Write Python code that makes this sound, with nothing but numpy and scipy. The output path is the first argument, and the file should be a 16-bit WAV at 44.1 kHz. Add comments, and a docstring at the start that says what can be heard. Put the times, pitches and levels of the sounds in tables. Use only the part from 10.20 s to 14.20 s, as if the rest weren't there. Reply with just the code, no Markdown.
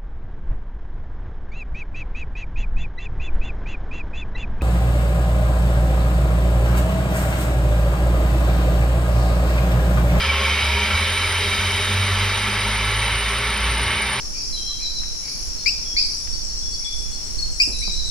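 """Machinery at the foot of an amusement-park tower ride, heard outdoors on a phone.
From the start, turbulent air excites broad pipe resonances, a constant-speed machine hums, and
faint squeals come and go. Within a second a thin whistle sets in and a deep drone, probably a drive
motor, begins a slow climb, with occasional dull knocks. The main pipe resonance flares during the first
second and a half; near the end, a short low judder roughens the drone."""
import sys
import numpy as np
from scipy import signal
from scipy.fft import rfft, irfft
from scipy.io import wavfile
from scipy.ndimage import map_coordinates

SR = 44100
rng = np.random.default_rng(int(sys.argv[2]) if len(sys.argv) > 2 else 0)


def dump_mix(stems):
    """Bounce the given channels to the path in sys.argv[1] as a 16-bit WAV at rate SR."""
    frames = np.atleast_2d(stems).T  # one column per channel
    limited = np.clip(frames, -1, 1)  # hard clip at full scale
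    pcm = np.round(limited * 32767).astype(np.int16)
    wavfile.write(sys.argv[1], SR, pcm)


N = 176400

# Spectrum of the rushing air. Each row: frequency in Hz, relative density in dB.
AIR_SPECTRUM = [(20, -21), (60, -2), (160, -6.5), (300, -8), (450, -5.5), (590, -4), (700, -7.5),
                (900, -0.5), (1150, 0.5), (1450, -0.5), (2000, 0), (2600, -0.5), (3400, -4), (4200, -7),
                (5000, -12), (6500, -44), (16000, -70)]
# Envelope of the rush. Each row: time in seconds, level in dB.
AIR_LEVEL = [(0, -25), (1.2, -26), (2.4, -25.5), (4, -26)]
def air(flicker_db=0.84, flicker_hz=8.5, swell_db=0.3):
    """Turbulence radiates broadband noise, whose bands flicker separately and swell together."""
    rush = rfft(noise(undb(across(AIR_SPECTRUM))))
    octave = np.clip(np.floor(np.log2(bins())), 8, 13)  # octave bands, open at both ends
    out = np.zeros(N)
    for band in np.unique(octave):
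        out += irfft(rush * (octave == band), N) * undb(flicker_db * walk(flicker_hz))
    return out * undb(curve(AIR_LEVEL) + swell_db * walk(6))


# Pipe modes. Each row: centre in Hz, width in Hz, levels in dB at 0, 1, 2, 3 and 4 s, flicker in dB.
PIPE_MODES = [(1334, 54, -38.5, -42.5, -43.5, -41.5, -52, 1),
              (2124, 176, -37.5, -34, -33.5, -35, -33.5, .9),
              (2300, 180, -27.5, -29.5, -30.5, -32.5, -31.5, 0.99),
              (3066, 290, -29.5, -31.5, -32.5, -35.5, -36.5, 1),
              (3660, 100, -39, -35, -34.5, -43.5, -38, 0.95), (3842, 200, -38, -33, -34, -36.5, -38, 1.5),
              (4912, 134, -37.5, -39.5, -40, -43, -41.5, 1.1), (5450, 89, -45, -49, -47, -48, -46, .8),
              (6010, 96, -46, -45, -43.5, -47, -45, 0.7)]
def pipes(pitch_drift=.005, pitch_sag=.012, flicker_hz=5.2):
    """Resonance: the flow excites pipe modes, which wander and sink a little in pitch."""
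    out, n = np.zeros(N), np.arange(N)
    sag = pitch_sag * (.5 - n / N)
    for hz, width, *levels_db, flicker_db in PIPE_MODES:
        mode = ringing(hz, width)
        detune = sag + pitch_drift * walk(5.95)
        drifting = map_coordinates(mode, [n + np.cumsum(detune)], mode="wrap")  # resampling bends pitch
        db = np.interp(n, np.linspace(0, N, len(levels_db)), levels_db)
        out += drifting * undb(db + flicker_db * walk(flicker_hz))
    return out


# Speed of the drive shaft. Each row: time in seconds, rotation rate in Hz.
SHAFT_RATE = [(0, 37), (.2, 36.2), (.4, 37.2), (.62, 36.8), (.78, 41.6), (1, 44), (1.3, 44.6), (1.95, 47.7),
              (2.5, 52.1), (3.1, 56.3), (3.5, 59.4), (3.8, 59), (4, 62.8)]
# Envelopes of the two shaft harmonics and the rumble. Each row: time in seconds, level in dB.
FIRST_ORDER_LEVEL = [(0, -56), (.6, -54), (.78, -39), (1.3, -38), (1.9, -37), (1.98, -29), (2.2, -37),
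                     (2.5, -28), (2.88, -28.5), (2.96, -26.5), (3.05, -26), (3.2, -31), (3.42, -26.5),
                     (3.63, -26), (3.73, -38), (3.85, -31), (4, -41)]
SECOND_ORDER_LEVEL = [(0, -33.5), (.08, -21.5), (.2, -24), (.4, -27.5), (.5, -21.5), (.62, -27.5),
                      (.68, -33), (.75, -25.5), (.95, -29), (1.15, -29), (1.3, -28.5), (1.37, -37),
                      (1.48, -25), (1.62, -30), (1.72, -22.5), (2.02, -22), (2.25, -31.5), (2.45, -31.5),
                      (2.53, -34), (2.6, -30), (2.8, -28), (3.05, -40.5), (3.2, -33), (3.42, -48),
                      (3.72, -33.5), (3.8, -46), (3.93, -37.5), (4, -37)]
RUMBLE_LEVEL = [(0, -50), (.35, -47), (.7, -37), (1.1, -42), (1.6, -36.5), (2, -48), (2.3, -46),
                (2.75, -50), (2.95, -32), (3.15, -51), (3.5, -33.5), (3.68, -38), (3.85, -46), (4, -43)]
# Spectrum of the rumble. Each row: frequency in Hz, relative density in dB.
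RUMBLE_SPECTRUM = [(20, -44), (32, -29), (45, -9), (62, 6), (90, 7), (120, -1.5), (150, -28), (260, -75)]
def drive(speed_wobble=0.0094, flutter_db=1.5):
    """Rotational harmonics: two orders, phase-locked to an accelerating shaft, throb over a rumble."""
    shaft_hz = curve(SHAFT_RATE) * (1 + speed_wobble * walk(23))
    angle = 2 * np.pi * (np.cumsum(shaft_hz) / SR + rng.random())
    first = undb(curve(FIRST_ORDER_LEVEL) + flutter_db * walk(17)) * np.sin(angle)
    second = undb(curve(SECOND_ORDER_LEVEL) + flutter_db * walk(24)) * np.sin(2 * angle)
    rumble = undb(curve(RUMBLE_LEVEL)) * noise(undb(across(RUMBLE_SPECTRUM)))
    return np.sqrt(2) * (first + second) + rumble


# Envelope of the hum's fundamental. Each row: time in seconds, level in dB.
HUM_LEVEL = [(0, -39), (.1, -40.5), (.35, -36.5), (.42, -47), (.55, -38), (.68, -35.5), (1.17, -51.5),
             (1.27, -40), (1.55, -42), (1.85, -37), (2.14, -44.5), (2.26, -35.5), (2.58, -36.5),
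             (2.73, -47), (3, -47.5), (3.2, -39.5), (3.4, -38.5), (3.55, -48), (3.86, -38), (4, -43)]
# Hum overtones and faint, steady, narrow ringing bands that colour the rush of air.
# Each row: frequency in Hz, width in Hz, first and last level in dB.
NARROW_BANDS = [(399.5, 11.4, -41.5, -49), (412.6, 13.4, -42, -46), (544, 6, -44.5, -66),
                (614.3, 12, -43, -56), (846, 24, -53, -44), (921, 12, -51, -43), (1125, 40, -50, -43),
                (1583, 14, -46, -46), (1685, 8, -44.5, -43.5), (1780, 14, -47, -49), (1890, 40, -44, -43),
                (1958, 24, -50, -44), (2073, 20, -45, -43), (2767, 14, -46, -47), (2875, 20, -45.5, -46),
                (3066, 20, -43, -45), (3630, 28, -48, -44)]
def hum_and_bands(fundamental_hz=206.2, pitch_wobble=0.0083, roughness=.45):
    """Beating roughens a machine's hum; narrowband noise gives its overtones and a ring in the rush."""
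    fundamental = tone(fundamental_hz * (1 + pitch_wobble * walk(5.24)))
    rough = fundamental + roughness * ringing(fundamental_hz, width_hz=36)
    bands = sum(ringing(hz, width) * undb(np.linspace(first_db, last_db, N))
                for hz, width, first_db, last_db in NARROW_BANDS)
    return rough / rough.std() * undb(curve(HUM_LEVEL)) + bands


# Spectrum of the hiss. Each row: frequency in Hz, relative density in dB.
HISS_SPECTRUM = [(20, -70), (2500, -35), (4300, -3), (5200, 0), (5900, 0), (6300, -3.5), (7400, -3),
                 (8400, -3.5), (8800, -9), (9050, -9), (9500, -6), (10500, -6.5), (10900, -4.5),
                 (11400, -11), (12000, -11), (12500, -16), (14600, -16), (15600, -21)]
# Envelope of the hiss. Each row: time in seconds, level in dB.
HISS_LEVEL = [(0, -35.5), (1.5, -33.5), (2.5, -35.5), (4, -37.5)]
def hiss(flicker_db=0.35):
    """Flow noise: escaping air supplies a smooth treble."""
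    return noise(undb(across(HISS_SPECTRUM))) * undb(curve(HISS_LEVEL) + flicker_db * walk(6))


# Envelope of the whistle. Each row: time in seconds, level in dB.
WHISTLE_LEVEL = [(0, -54), (.35, -44), (.6, -47), (.88, -37.5), (1.5, -38), (2.1, -40), (2.85, -35),
                 (3.4, -36), (4, -34.5)]
def whistle(hz=9205, width_hz=180, waver_hz=34, breath_db=-3, flicker_db=2.26):
    """A frequency-modulated tone in a narrow band of noise is heard as a thin, breathy whistle."""
    core = tone(hz + waver_hz * walk(41))
    band = 1 / (1 + (2 * (bins() - hz) / width_hz) ** 4)
    breathy = core + undb(breath_db) * noise(band)
    return breathy / breathy.std() * undb(curve(WHISTLE_LEVEL) + flicker_db * walk(39))


# Squeals. Each row: start in seconds, length in seconds, pitch in Hz, level in dB.
SQUEALS = [(0.0, 0.42, 544, -39), (0.04, 0.3, 1088, -33), (0.16, 0.28, 2215, -31), (0.25, 0.25, 3833, -38),
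           (0.424, 0.26, 947, -34), (0.5, 0.65, 3068, -36), (1.45, 0.28, 3825, -37),
           (2.35, 0.95, 2955, -36.5), (3.3, 0.7, 2955, -37), (3.56, 0.32, 2153, -33)]
def squeals(pitch_wobble=0.0035, flutter_db=2):
    """Random amplitude and frequency modulation makes faint tones flutter as they swell and fade."""
    out = np.zeros(N)
    for start, length, hz, db in SQUEALS:
        envelope = undb(db + flutter_db * walk(40)) * swell(start, length)
        out += envelope * tone(hz * (1 + pitch_wobble * walk(42)))
    return out


# Flares of the main pipe mode. Each row: midpoint in seconds, pitch in Hz, level in dB.
FLARES = [(0.1, 2292, -20.5), (0.472, 2320, -24), (0.745, 2240, -27), (0.977, 2300, -23), (1.04, 2290, -25),
          (1.33, 2300, -28)]
def flares(length_s=0.042, pitch_wobble=0.01177):
    """The main pipe resonance rings out in brief tone bursts."""
    out = np.zeros(N)
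    for midpoint, hz, db in FLARES:
        envelope = undb(db) * swell(midpoint - length_s / 2, length_s)
        out += envelope * tone(hz * (1 + pitch_wobble * walk(80)))
    return out


# Knocks in the drive. Each row: time of the peak in seconds, peak level in dB, pitch in Hz.
KNOCKS = [(0.428, -27.5, 101), (0.737, -22, 69.4), (1.399, -23, 88.5), (2.939, -35, 75), (3.674, -23.5, 87),
          (3.75, -25.5, 81)]
def knocks(rise_s=0.0156):
    """Damped oscillation: each dull thud builds and dies within a few cycles."""
    out = np.zeros(N)
    for peak_time, db, hz in KNOCKS:
        age = np.maximum(np.arange(N) / SR - peak_time + rise_s, 0)
        rise = age / rise_s
        envelope = (rise * np.exp(1 - rise)) ** 2
        out += undb(db) * envelope * np.sin(2 * np.pi * hz * age)
    return out


# Envelope of the judder. Each row: time in seconds, level in dB.
JUDDER_LEVEL = [(3.3, -70), (3.48, -37), (3.58, -34), (3.67, -41), (3.76, -38), (3.83, -63)]
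# Spectrum of the judder. Each row: frequency in Hz, relative density in dB.
JUDDER_SPECTRUM = [(20, -50), (60, -18), (120, -4), (160, -7), (230, -14), (400, -19), (1000, -70)]
def judder():
    """Random vibration: a burst of low noise roughens the drone late in its climb."""
    return undb(curve(JUDDER_LEVEL)) * noise(undb(across(JUDDER_SPECTRUM)))


# Reflections from ground and steelwork. Each row: delay in seconds, relative gain.
ECHOES = [(.00225, .13), (.00454, .16), (.00522, .18), (.00745, .1), (.00975, .11), (.01014, .08),
          (.017, .08), (.0276, .09), (.0294, .1)]
def reflected(x, echo_db=-2.5, cutoff_hz=2460):
    """Comb filtering: dull near reflections interfere with the direct sound and colour it hollow."""
    echoes = sum(gain * np.exp(-2j * np.pi * bins() * delay) for delay, gain in ECHOES)
    dulled = echoes / np.hypot(1, bins() / cutoff_hz)
    return irfft(rfft(x) * (1 + undb(echo_db) * dulled), N)


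# Likeness of the two microphone ports. Each row: frequency in Hz, coherence from 0 to 1.
PORT_COHERENCE = [(70, .999), (110, .997), (200, .97), (600, .93), (1500, .95), (2600, .88), (3200, .9),
                  (4400, .82), (4900, .93), (5500, .83), (6300, .76), (7000, .96), (7800, .95), (8700, .7),
                  (9200, .95), (10000, .88), (12000, .75), (13000, .92), (14200, .9), (15000, .75)]
# Phase between the ports. Each row: frequency in Hz, lead of the left in radians before the bass taper.
PORT_PHASE = [(300, -.1), (750, -.3), (1400, -.05), (2050, .05), (2550, .5), (3100, .25), (3400, .25),
              (3600, .7), (3900, .75), (4100, .65), (4400, .85), (4700, .7), (4950, .2), (5250, .15),
              (5650, .8), (6000, 1.6), (6800, 2.85), (7900, 3.3), (8400, 4.1), (9200, 5), (9800, 6.1),
              (11400, 6.5), (12600, 9.1), (14200, 9.6), (15500, 10.6)]
# Balance of the ports. 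Each row: frequency in Hz, left minus right in dB.
PORT_BALANCE = [(100, 0), (300, .2), (1000, -.3), (2800, -.9), (5000, 0), (15000, 0)]
def ports(x, scatter_decay_s=.1, bass_taper_hz=250):
    """Partial coherence: two ports differ in phase, level and scatter, but hear the bass alike."""
    direct = rfft(x)
    tail = rfft(rng.standard_normal(N) * np.exp(-np.arange(N) / SR / scatter_decay_s))
    scatter = direct * tail / np.sqrt(np.mean(abs(tail) ** 2))
    coherence = np.clip(across(PORT_COHERENCE), 0, 1)
    phase = across(PORT_PHASE) * (1 - np.exp(-(bins() / bass_taper_hz) ** 2))
    side = np.array([[1], [-1]])  # left, right
    pair = np.sqrt((1 + coherence) / 2) * direct + side * np.sqrt((1 - coherence) / 2) * scatter
    return irfft(pair * np.exp(.5j * side * phase) * undb(side * across(PORT_BALANCE) / 2), N)


def undb(db):
    """Amplitude ratio of a level in decibels."""
    return 10 ** (np.asarray(db) / 20)


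def curve(rows):
    """Linear interpolation of a table over time."""
    times, values = np.transpose(rows)
    return np.interp(np.arange(N) / SR, times, values)


def bins():
    """Fourier frequencies in Hz, floored at 1."""
    return np.maximum(np.arange(N // 2 + 1) * SR / N, 1)


def across(rows):
    """Interpolation of a table over log frequency."""
    hz, values = np.transpose(rows)
    return np.interp(np.log(bins()), np.log(hz), values)


def noise(gain):
    """Random phases turn a magnitude spectrum into noise of rms 1."""
    x = irfft(gain * np.exp(2j * np.pi * rng.random(N // 2 + 1)), N)
    return x / x.std()


def ringing(hz, width_hz):
    """Narrowband noise is heard as a ringing pitch."""
    return noise(1 / (1 + ((bins() - hz) / (.75 * width_hz)) ** 2) ** 1.5)


def walk(rate_hz):
    """Low-pass noise gives a smooth fluctuation of rms 1."""
    return noise(1 / (1 + (bins() / rate_hz) ** 4))


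def tone(hz):
    """A sine of rms 1 whose phase is the integral of its frequency."""
    return np.sqrt(2) * np.sin(2 * np.pi * (np.cumsum(hz) / SR + rng.random()))


def swell(start, length):
    """A half-sine envelope."""
    return np.sin(np.pi * np.clip((np.arange(N) / SR - start) / length, 0, 1))


def scene():
    """Superposition: all the sources add at one listening spot."""
    drone = drive() + knocks() + judder()
    airflow = reflected(air() + pipes()) + hiss()
    return ports(drone + airflow + hum_and_bands() + squeals() + flares() + whistle())


def record(dry, cutoff_hz=15800):
    """Band limiting: the phone's steep low-pass filter removes the highest treble."""
    return signal.sosfilt(signal.ellip(8, .2, 80, cutoff_hz, fs=SR, output="sos"), dry)


dry = scene()
out = record(dry)
dump_mix(out)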